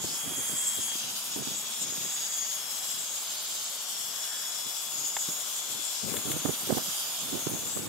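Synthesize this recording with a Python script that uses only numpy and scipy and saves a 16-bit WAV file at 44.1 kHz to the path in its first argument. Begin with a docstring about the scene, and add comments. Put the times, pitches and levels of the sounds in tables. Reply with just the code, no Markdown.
"""A small cordless vacuum works a car's floor carpet, close to the microphone. From the start its motor whines,
air rushes through the body, hisses at the nozzle and sounds the tube, and the exhaust sweeps the two microphone
ports in puffs and pops. Grit ticks up the tube from a dirty patch, then the nozzle taps the floor twice. The
wind eases through the middle as the whine creeps up in pitch. After five seconds come three harder knocks, the
strongest puffs and pops, and a rougher whine."""
import sys
import numpy as np
from scipy import signal
from scipy.fft import rfft, irfft, next_fast_len
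from scipy.io import wavfile
from scipy.ndimage import uniform_filter1d, map_coordinates

SR = 44100
rng = np.random.default_rng(int(sys.argv[2]) if len(sys.argv) > 2 else 0)


def log_audio(samples):
    """Write samples as a 16-bit WAV file to the path given in sys.argv[1]."""
    # one column per channel
    frames = np.atleast_2d(samples).T
    # limit to full scale, then quantise
    limited = np.clip(frames, -1, 1)
    pcm = np.round(limited * 32767).astype(np.int16)
    wavfile.write(sys.argv[1], SR, pcm)


N = 347508
TIME = np.arange(N) / SR


def from_db(db):
    """Decibels to gain."""
    return 10 ** (np.asarray(db) / 20)


def unit_rms(x):
    """Scale to unit power."""
    return x / np.sqrt(np.mean(x ** 2) + 1e-20)


def automation(rows):
    """One curve over time for each column after a table's first."""
    times, *columns = np.transpose(rows)
    return [np.interp(TIME, times, column) for column in columns]


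def at_hz(points, hz):
    """Read a spectrum on a log-frequency axis."""
    freqs, values = np.transpose(points)
    return np.interp(np.log(hz + 1), np.log(freqs), values)


def panned(pan_db):
    """Constant-power stereo gains; pan_db is left minus right."""
    gains = from_db(np.array([[.5], [-.5]]) * pan_db)
    return gains / np.sqrt(np.mean(gains ** 2, axis=0))


def filtered(x, hz, kind, order=2):
    """Butterworth filter."""
    sections = signal.butter(order, np.clip(hz, 10, SR / 2 - 1000), kind, fs=SR, output="sos")
    return signal.sosfilt(sections, x)


def drift(rate_hz):
    """Smooth random modulation with a spread of about 1."""
    knots = rng.standard_normal(2048)
    return map_coordinates(knots, [TIME * rate_hz * 2], order=3, mode="wrap")


def ring(clicks, hz, t60_s):
    """Each click sets a decaying sine ringing."""
    decay, step = from_db(-60 / (t60_s * SR)), 2 * np.pi * hz / SR
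    return signal.lfilter([0, np.sin(step)], [1, -2 * decay * np.cos(step), decay ** 2], clicks + 1e-18)


def resonant_air(hz, width_hz, shared):
    """Stereo noise in one resonance that follows the curve hz; shared is the gain of a centre layer."""
    white = rng.standard_normal((3, len(hz))) + 1j * rng.standard_normal((3, len(hz)))
    eddies = filtered(filtered(white, width_hz / 2, "low", order=1), 0.6 * width_hz, "low")
    band = np.real(eddies * np.exp(2j * np.pi * np.cumsum(hz) / SR))
    return unit_rms(band[:2] + shared * band[2])


# The motor creeping up in speed: time_s, rotation_hz
MOTOR_SPEED = [(0, 3310), (.15, 3290), (1, 3296), (1.2, 3326), (2.38, 3343), (2.65, 3330), (3.5, 3363),
               (4, 3385), (4.5, 3394), (4.9, 3412), (5.02, 3430), (5.2, 3416), (5.9, 3438), (6.1, 3456),
               (6.25, 3430), (7.4, 3449), (7.88, 3480)]
# The whine's two harmonics as the body turns: time_s, first_db, second_db, pan_db
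WHINE_MIX = [(0, -43.5, -43.5, 0), (.22, -42, -35.5, 8), (.3, -40, -41.5, 4), (.9, -36.5, -39.5, 0),
             (1.16, -50, -46, -4), (1.55, -45, -40, 0), (1.66, -43, -47.5, 2), (1.94, -45.5, -35.5, 3.5),
             (2.45, -46, -32, 6), (2.7, -43, -42, 4), (2.96, -42.5, -41.5, 1), (3.24, -52, -44.5, 1),
             (3.7, -48.5, -43, 1), (4.08, -42.5, -42, 4.5), (4.56, -42, -40, 2.5), (4.84, -43.5, -43, 8),
             (5.0, -50, -35, 4), (5.32, -46.5, -33, 1), (5.5, -44.5, -42, 4), (5.88, -40.5, -42, 3.5),
             (6.02, -53, -40, 6), (6.16, -46.5, -42, 4), (6.64, -46.5, -42.5, 3), (7.0, -47, -38.5, -4.5),
             (7.3, -43, -40.5, 0), (7.8, -52, -47, -2)]
# Rasp in the whine, growing as the vacuum is turned at the end: time_s, roughness (0-1)
WHINE_RASP = [(0, .3), (5.9, .55), (6.9, .75)]
def motor_whine(first_db, second_db, jitter_hz, waver_db, churn_width_hz, sway_rad):
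    """Two harmonics of the rotor; churning air smears part of each into a rough band."""
    first, second, pan = automation(WHINE_MIX)
    hz, = automation(MOTOR_SPEED)
    rough, = automation(WHINE_RASP)
    rotor_phase = 2 * np.pi * np.cumsum(hz + jitter_hz * drift(25)) / SR
    out = np.zeros((2, N))
    for harmonic, level in ((1, first + first_db), (2, second + second_db)):
        churn = resonant_air(harmonic * hz, churn_width_hz, shared=.5) / np.sqrt(2)
        for side in range(2):
            sway = sway_rad * drift(1.287)  # the moving hand changes the path to each microphone
            tone = np.sqrt(1 - rough ** 2) * np.sin(harmonic * rotor_phase + sway) + rough * churn[side]
            out[side] += from_db(level + np.sqrt(harmonic) * waver_db * drift(11)) * tone
    return out * panned(pan)


# How alike the air is on both sides: frequency_hz, correlation (0-1)
AIR_CORRELATION = [(60, 1), (650, 1), (1400, 0.9), (2400, 0.79), (4400, 0.3), (7500, 0.77), (10000, 0)]
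# Where each band of the air sits: frequency_hz, pan_db
AIR_PAN = [(500, 0.5), (2000, 0), (3000, 2), (4200, 2), (5200, 6.5), (6300, 8.5), (8000, 6), (10000, 5)]
def turbulence(spectrum):
    """Coloured air noise at two microphones: mono in the bass, wide at the top."""
    size = next_fast_len(N)
    hz = np.arange(size // 2 + 1) * SR / size
    mid, side = rfft(rng.standard_normal((2, size)))
    alike = np.clip(at_hz(AIR_CORRELATION, hz), -1, 1)
    pair = np.sqrt(1 + alike) * mid + np.sqrt(1 - alike) * side * [[1], [-1]]
    coloured = pair * from_db(at_hz(spectrum, hz)) * panned(at_hz(AIR_PAN, hz))
    return unit_rms(irfft(coloured, size)[:, :N])


# Fader rides for the air through the body: time_s, hiss_db, spray_db, pan_db
AIR_MIX = [(0.0, -43, -40.5, 0), (0.33, -43.5, -40.5, -2), (0.81, -42, -42, 3.5), (1.12, -39.5, -42, 1.5),
           (2.7, -42.5, -42, 2), (4.83, -42.5, -43, 3.5), (5.44, -42.5, -41, 4.5), (6.08, -40, -43, 4.5),
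           (6.12, -42, -38.5, 3.5), (7.16, -39, -39.5, 0), (7.79, -44.5, -41.5, 3.5)]
# Tone curves of the dull rush, bright hiss and fine spray: frequency_hz, gain_db
RUSH_EQ = [(80, -15.5), (190, -4), (310, -9), (650, 2), (1000, 2.5), (1400, 2), (1900, -4), (2500, 0),
           (3200, -4), (5000, -23)]
HISS_EQ = [(1900, -50), (2500, -9), (3000, 2.5), (3350, 3), (3800, 1), (4400, -2), (5100, 0.8), (5800, 0),
           (6600, 3.5), (8000, -5.5), (10000, -40)]
SPRAY_EQ = [(6000, -30), (8300, 6.5), (10000, 3), (11700, 5), (12800, 3), (14000, 2.5), (15800, 0.5)]
def airflow(rush_db, hiss_db, spray_db, flutter_db, rush_follows_spray, housing_pan_db):
    """A dull rush from the exhaust, hiss from the fan housing and fine spray from the carpet pile."""
    hiss_ride, spray_ride, pan = automation(AIR_MIX)
    rush_ride = rush_follows_spray * (spray_ride - spray_ride.mean())
    rush = from_db(rush_ride + rush_db) * turbulence(RUSH_EQ)
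    hiss = from_db(hiss_ride + hiss_db + flutter_db * drift(22)) * turbulence(HISS_EQ)
    spray = from_db(spray_ride + spray_db + flutter_db * drift(20)) * turbulence(SPRAY_EQ)
    treble = hiss + spray
    left_lag_s = 0.01 * (np.median(pan) - pan)  # moving right, it reaches the left microphone later
    treble[0] = map_coordinates(treble[0], [(TIME - left_lag_s) * SR], order=3)
    return rush + treble * panned(pan + housing_pan_db)


# The hissing gap between nozzle and carpet: time_s, pitch_hz, level_db, pan_db
NOZZLE_GAP = [(0, 7100, -39, 1), (.45, 7300, -39, 1), (.63, 7780, -31, 1), (.88, 7200, -35, 4),
              (.98, 7300, -45, -2), (1.75, 7500, -40.5, 5.5), (2.33, 7050, -36.5, -0.5),
              (2.6, 7200, -47, 0), (2.88, 7500, -38.5, 6), (3.3, 7300, -42.5, -2), (3.6, 7050, -38.5, 0),
              (3.8, 7500, -41, 5), (4.75, 7500, -42.5, 5), (5.0, 7150, -38, 5.5), (5.3, 7100, -35.5, 0),
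              (5.45, 7200, -39.5, 0), (5.56, 7300, -34.5, 0), (5.7, 7500, -41.5, 3.5),
              (6.15, 7100, -39.5, 8), (7, 7400, -45.5, -3), (7.3, 7200, -44, 3), (7.52, 6600, -37, 10),
              (7.88, 7694, -42, 0)]
def nozzle_hiss(gain_db, width_hz, shared, flutter_db, rocking_hz):
    """Air tearing past the lip sounds a broad resonance that moves with the gap and flutters on the pile."""
    hz, level, pan = automation(NOZZLE_GAP)
    hz = hz + rocking_hz * drift(3)
    envelope = from_db(level + gain_db + flutter_db * drift(14))
    return envelope * resonant_air(hz, width_hz, shared) * panned(pan)


# Airy resonances of the intake tube: pitch_hz, width_hz, level_db
TUBE_MODES = [(5260, 1100, -1.5), (7595, 500, -3.5), (9628, 800, -10.5), (12800, 450, -7.5)]
# Their fader ride, stroke by stroke: time_s, level_db
TUBE_STROKES = [(0, -52), (.9, -50), (1.1, -44.5), (1.45, -46), (1.65, -48), (2.2, -44.5), (2.5, -43.5),
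                (2.95, -41.5), (3.1, -55), (3.65, -50), (3.9, -42.5), (5.0, -42.5), (5.45, -46.5),
                (5.8, -44), (6.05, -43), (6.25, -58)]
def intake_tube(gain_db, shared, pan_db, flutter_db, follows_gap):
    """Freely drawn air sounds the tube's resonances; the gap at the lip bends their pitch."""
    level, = automation(TUBE_STROKES)
    gap_hz = automation(NOZZLE_GAP)[0]
    bend = (gap_hz / np.median(gap_hz)) ** follows_gap
    modes = sum(from_db(db + flutter_db * drift(6)) * resonant_air(hz * bend, width_hz, shared)
                for hz, width_hz, db in TUBE_MODES)
    return from_db(level + gain_db) * modes * panned(pan_db)


def grit(base_per_s, level_db, spread_db, t60_s, pitch_count=12):
    """Sand ticks on the tube, most thickly while the nozzle crosses the dirty patch at the start."""
    dirty_patch = np.exp(-((TIME - .65) / 0.21) ** 2)
    hits = rng.random(N) < base_per_s * (1 + 9 * dirty_patch) / SR
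    grains = hits * from_db(level_db + spread_db * np.minimum(rng.exponential(1, N), 2.8))
    pitch_index = rng.integers(0, pitch_count, N)
    ticks = sum(ring(grains * (pitch_index == k), hz, t60_s) * panned(rng.normal(1, 3.6))
                for k, hz in enumerate(np.geomspace(5000, 14500, pitch_count)))
    return filtered(ticks, 3600, "high")


# A bed of exhaust wind, strong while the vacuum is held close: time_s, level_db
EXHAUST_DRAUGHT = [(0, -52), (.65, -55), (1.2, -59), (2.4, -62), (3.6, -68), (5.9, -67), (6.55, -47),
                   (7.1, -54), (7.6, -47)]
# The jet hitting the microphone: start_s, hold_s, level_db, pan_db
JET_PUFFS = [(0.038, 0.0044, -35, 7), (0.12, .015, -47, -7), (0.236, 0.08, -41, -3),
             (0.373, 0.0165, -38, -4), (0.489, 0.065, -44, 12), (0.77, 0.025, -41, -24),
             (1.029, .008, -46, -10), (1.35, 0.071, -38, -28), (1.465, 0.071, -43.5, -5),
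             (1.809, 0.26, -47, -17.5), (2.908, 0.13, -56.5, -14), (3.106, .008, -53, -15),
             (4.4, 0.029, -69, -11.5), (4.646, 0.018, -47, -24), (4.92, 0.12, -51, -19),
             (5.281, 0.0071, -39, -2), (5.68, 0.12, -50, 24), (6.021, 0.16, -37, 22.5),
             (6.249, 0.12, -35, -15), (6.447, 0.048, -28.5, -21), (6.691, 0.038, -26.5, -21),
             (6.76, 0.023, -30, -19), (6.863, 0.014, -43.5, -2), (7.323, 0.039, -32.5, -20),
             (7.463, 0.009, -31.5, -14), (7.496, 0.072, -35, -20.5), (7.761, 0.012, -34, -23),
             (7.836, .03, -42.5, -8)]
def exhaust_wind(gain_db, low_hz, top_hz, edge_db, lumpy_db, gusty_db, pan_db, attack_s, release_s):
    """Eddies buffet each port on their own; a harder puff breaks into smaller, brighter eddies."""
    draught, = automation(EXHAUST_DRAUGHT)
    power = (from_db(draught + gusty_db * np.tanh(drift(7))) * panned(pan_db)) ** 2
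    for start_s, hold_s, db, pan in JET_PUFFS:
        near = (TIME > start_s) & (TIME < start_s + .5)
        age = TIME[near] - start_s
        swell = np.minimum(age / attack_s, 1) * np.exp(-np.maximum(age - hold_s, 0) / release_s)
        power[:, near] += (from_db(db) * panned(pan) * swell) ** 2
    blow = np.sqrt(power)
    lumps = from_db(lumpy_db * np.array([[drift(60), drift(60)], [drift(51), drift(60)]]))
    large, small = filtered(rng.standard_normal((2, 2, N)) * lumps, low_hz, "high")
    thud = unit_rms(filtered(filtered(large, top_hz, "low", order=1), 424, "low"))
    edge = unit_rms(filtered(small, [400, 900], "band"))
    eddies = thud + from_db(edge_db) * (blow / blow.max()) ** 0.72 * edge
    eddies /= np.sqrt(uniform_filter1d(eddies ** 2, size=SR // 25, axis=1))  # blow alone sets the dynamics
    return from_db(gain_db) * blow * eddies


# Sharp wind pops on the microphone: start_s, level_db, pitch_hz, pan_db
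EDDY_POPS = [(0.043, -34, 320, 8), (0.382, -35, 280, -14), (0.535, -33.5, 240, 23), (0.954, -39.5, 300, -4),
             (1.361, -33, 340, -22), (1.471, -31, 241, -23), (5.287, -36.5, 280, 0), (6.093, -34, 400, 19),
             (6.14, -27.5, 450, 21.5), (6.297, -32, 332, -19.5), (6.457, -21, 272, -19),
             (6.485, -34.5, 240, -11), (6.691, -29, 357, -15), (6.704, -20.5, 570, -28),
             (6.718, -33, 400, -20), (6.734, -30, 200, -26), (6.771, -24.5, 220, -22),
             (7.33, -34, 280, -16), (7.467, -29, 377, -7), (7.77, -31, 395, -21)]
def wind_pops(gain_db, rise_s, snap_db, snap_hz):
    """A single eddy bursts on a port: a swing or two of pressure with a short snap on top."""
    out = np.zeros((2, N))
    for start_s, db, hz, pan in EDDY_POPS:
        near = (TIME > start_s) & (TIME < start_s + .05)
        age = TIME[near] - start_s
        swell = age / rise_s * np.exp(1 - age / rise_s)
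        thump = swell * np.sin(2 * np.pi * hz * age)
        noise = unit_rms(filtered(rng.standard_normal(len(age)), [snap_hz / 2, snap_hz], "band", order=1))
        snap = from_db(snap_db) * swell ** 2 * filtered(noise, snap_hz, "low")
        out[:, near] += from_db(db + gain_db) * (thump + snap) * panned(pan)
    return filtered(out, 74, "high")


# Passing swishes of air, and a faint low cabin hum that swells and fades:
# middle_s, length_s, pitch_hz, glide_either_side_hz, width_hz, level_db, pan_db
SWISHES_AND_HUM = [(0.11, 0.16, 5020, 400, 1300, -42.5, 4.5), (0.483, 0.65, 10000, -0.5, 3200, -42.5, -20),
                   (0.551, 0.88, 1950, 0, 1200, -53.5, 0), (.66, 0.22, 8260, 249, 2000, -47.5, 8),
                   (0.857, 0.11, 9700, -2, 2000, -42.5, 12), (1.3, 2.26, 214.8, 0, 50, -62.5, -5),
                   (2.1, 1.8, 8800, -0.5, 1400, -59, -21), (2.3, 1.2, 1903, 0, 900, -57, 1),
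                   (3.136, 0.18, 6780, 448.5, 650, -41.5, 6), (3.45, 0.85, 4470, -1, 2330, -45, 1),
                   (4.35, 0.55, 1660, 0.5, 500, -54.5, -0.5), (6.9, 0.7, 5006, -1, 1090, -47, 0),
                   (6.864, 0.89, 12700, 0, 2400, -48, -5), (6.967, .16, 9250, 0.5, 2600, -44, 7),
                   (7.708, 0.2, 7500, 500.5, 400, -41, 1.5)]
def swishes_and_hum(gain_db, shared):
    """Air swishes on edges and pile, sometimes gliding upwards; the one low resonance is the cabin's hum."""
    out = np.zeros((2, N))
    for middle_s, length_s, hz, glide_hz, width_hz, db, pan in SWISHES_AND_HUM:
        middle = int(middle_s * SR)
        near = np.arange(max(0, middle - SR), min(N, middle + SR))
        progress = 2 * (TIME[near] - middle_s) / length_s
        swell = from_db(db + gain_db) * np.exp(-progress ** 2)
        band = resonant_air(hz + glide_hz * np.tanh(progress), width_hz, shared)
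        out[:, near] += swell * band * panned(pan)
    return out


# Plastic knocking on the floor: start_s, level_db, brightness_hz, pan_db
FLOOR_KNOCKS = [(0.8815, -33, 700, 0), (0.918, -31, 1200, 0), (5.167, -20, 1000, -1),
                (6.1674, -20, 7000, 4), (6.317, -19, 7000, 3)]
# The chatter within one knock: delay_s, strength
KNOCK_CHATTER = [(0, 0.82), (.0011, 0.88), (.0023, .6), (.0046, 0.43)]
# The short, dry ring of the body: pitch_hz, level_db, t60_s
BODY_MODES = [(900, 1.5, 0.0038), (1550, -1, 0.006), (2170, 5, 0.01), (3450, 14, 0.0034),
              (7150, 10, 0.0088), (9700, 6, .004), (12400, 10.5, .004)]
def body_knocks(gain_db):
    """The nozzle or body hits the floor and rebounds for a few milliseconds, ringing its plastic shell."""
    out = np.zeros((2, N))
    for start_s, db, bright_hz, pan in FLOOR_KNOCKS:
        contact = np.zeros(N)
        for delay_s, strength in KNOCK_CHATTER:
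            contact[int((start_s + delay_s) * SR)] += strength
        contact = filtered(contact + 1e-18, bright_hz, "low", order=1)
        shell = sum(from_db(mode_db) * ring(contact, hz, t60_s) for hz, mode_db, t60_s in BODY_MODES)
        knock = filtered(shell, bright_hz / 2, "high", order=1)
        out += from_db(db + gain_db) * knock / np.abs(knock).max() * panned(pan)
    return filtered(out, 620, "high")


def footwell(x, echo_db, above_hz, shortest_s, longest_s, sway_s, sway_hz, count=6):
    """Hard trim nearby reflects the treble; the paths change as the hand moves, so the colour swirls."""
    out, bright = x.copy(), filtered(x, above_hz, "high")
    for path_s in np.geomspace(shortest_s, longest_s, count):
        moving_s = path_s * (1 + .2 * drift(.35)) + sway_s * drift(sway_hz)
        for side in range(2):
            delay_s = moving_s + .5 * sway_s * drift(sway_hz)  # each microphone sits a little differently
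            out[side] += from_db(echo_db) * map_coordinates(bright[side], [(TIME - delay_s) * SR], order=3)
    return out


def scene():
    """The vacuum in the footwell, and its wind on the microphone."""
    whine = motor_whine(first_db=-1.0, second_db=-2.0, jitter_hz=4.0, waver_db=2.2,
                        churn_width_hz=220, sway_rad=.9)
    air = airflow(rush_db=-48.0, hiss_db=2.5, spray_db=3.0, flutter_db=1.5,
                  rush_follows_spray=0.66, housing_pan_db=-5)
    air += nozzle_hiss(gain_db=-1.5, width_hz=1310, shared=0.72, flutter_db=3.0, rocking_hz=69.46)
    air += intake_tube(gain_db=-0.55, shared=1.0, pan_db=6, flutter_db=1.6, follows_gap=.7)
    ticks = grit(base_per_s=130, level_db=-45.0, spread_db=4.0, t60_s=0.011)
    wind = exhaust_wind(gain_db=-1.0, low_hz=139, top_hz=280, edge_db=-8.0, lumpy_db=4.5,
                        gusty_db=7.5, pan_db=-2.5, attack_s=0.0053, release_s=0.02)
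    pops = wind_pops(gain_db=1.0, rise_s=.002, snap_db=-8, snap_hz=1600)
    air += swishes_and_hum(gain_db=3.0, shared=1.0)
    knocks = body_knocks(gain_db=2.0)
    air = footwell(air, echo_db=-14, above_hz=4200, shortest_s=.0005, longest_s=.0021,
                   sway_s=.000035, sway_hz=2.0)
    return whine + air + ticks + wind + pops + knocks


def record(dry):
    """Roll off the deep bass and cut the very top."""
    top_cut = signal.firwin(401, 15750, fs=SR)
    return signal.fftconvolve(filtered(dry, 81, "high"), top_cut[None], "same", axes=1)


dry = scene()
out = record(dry)
log_audio(out)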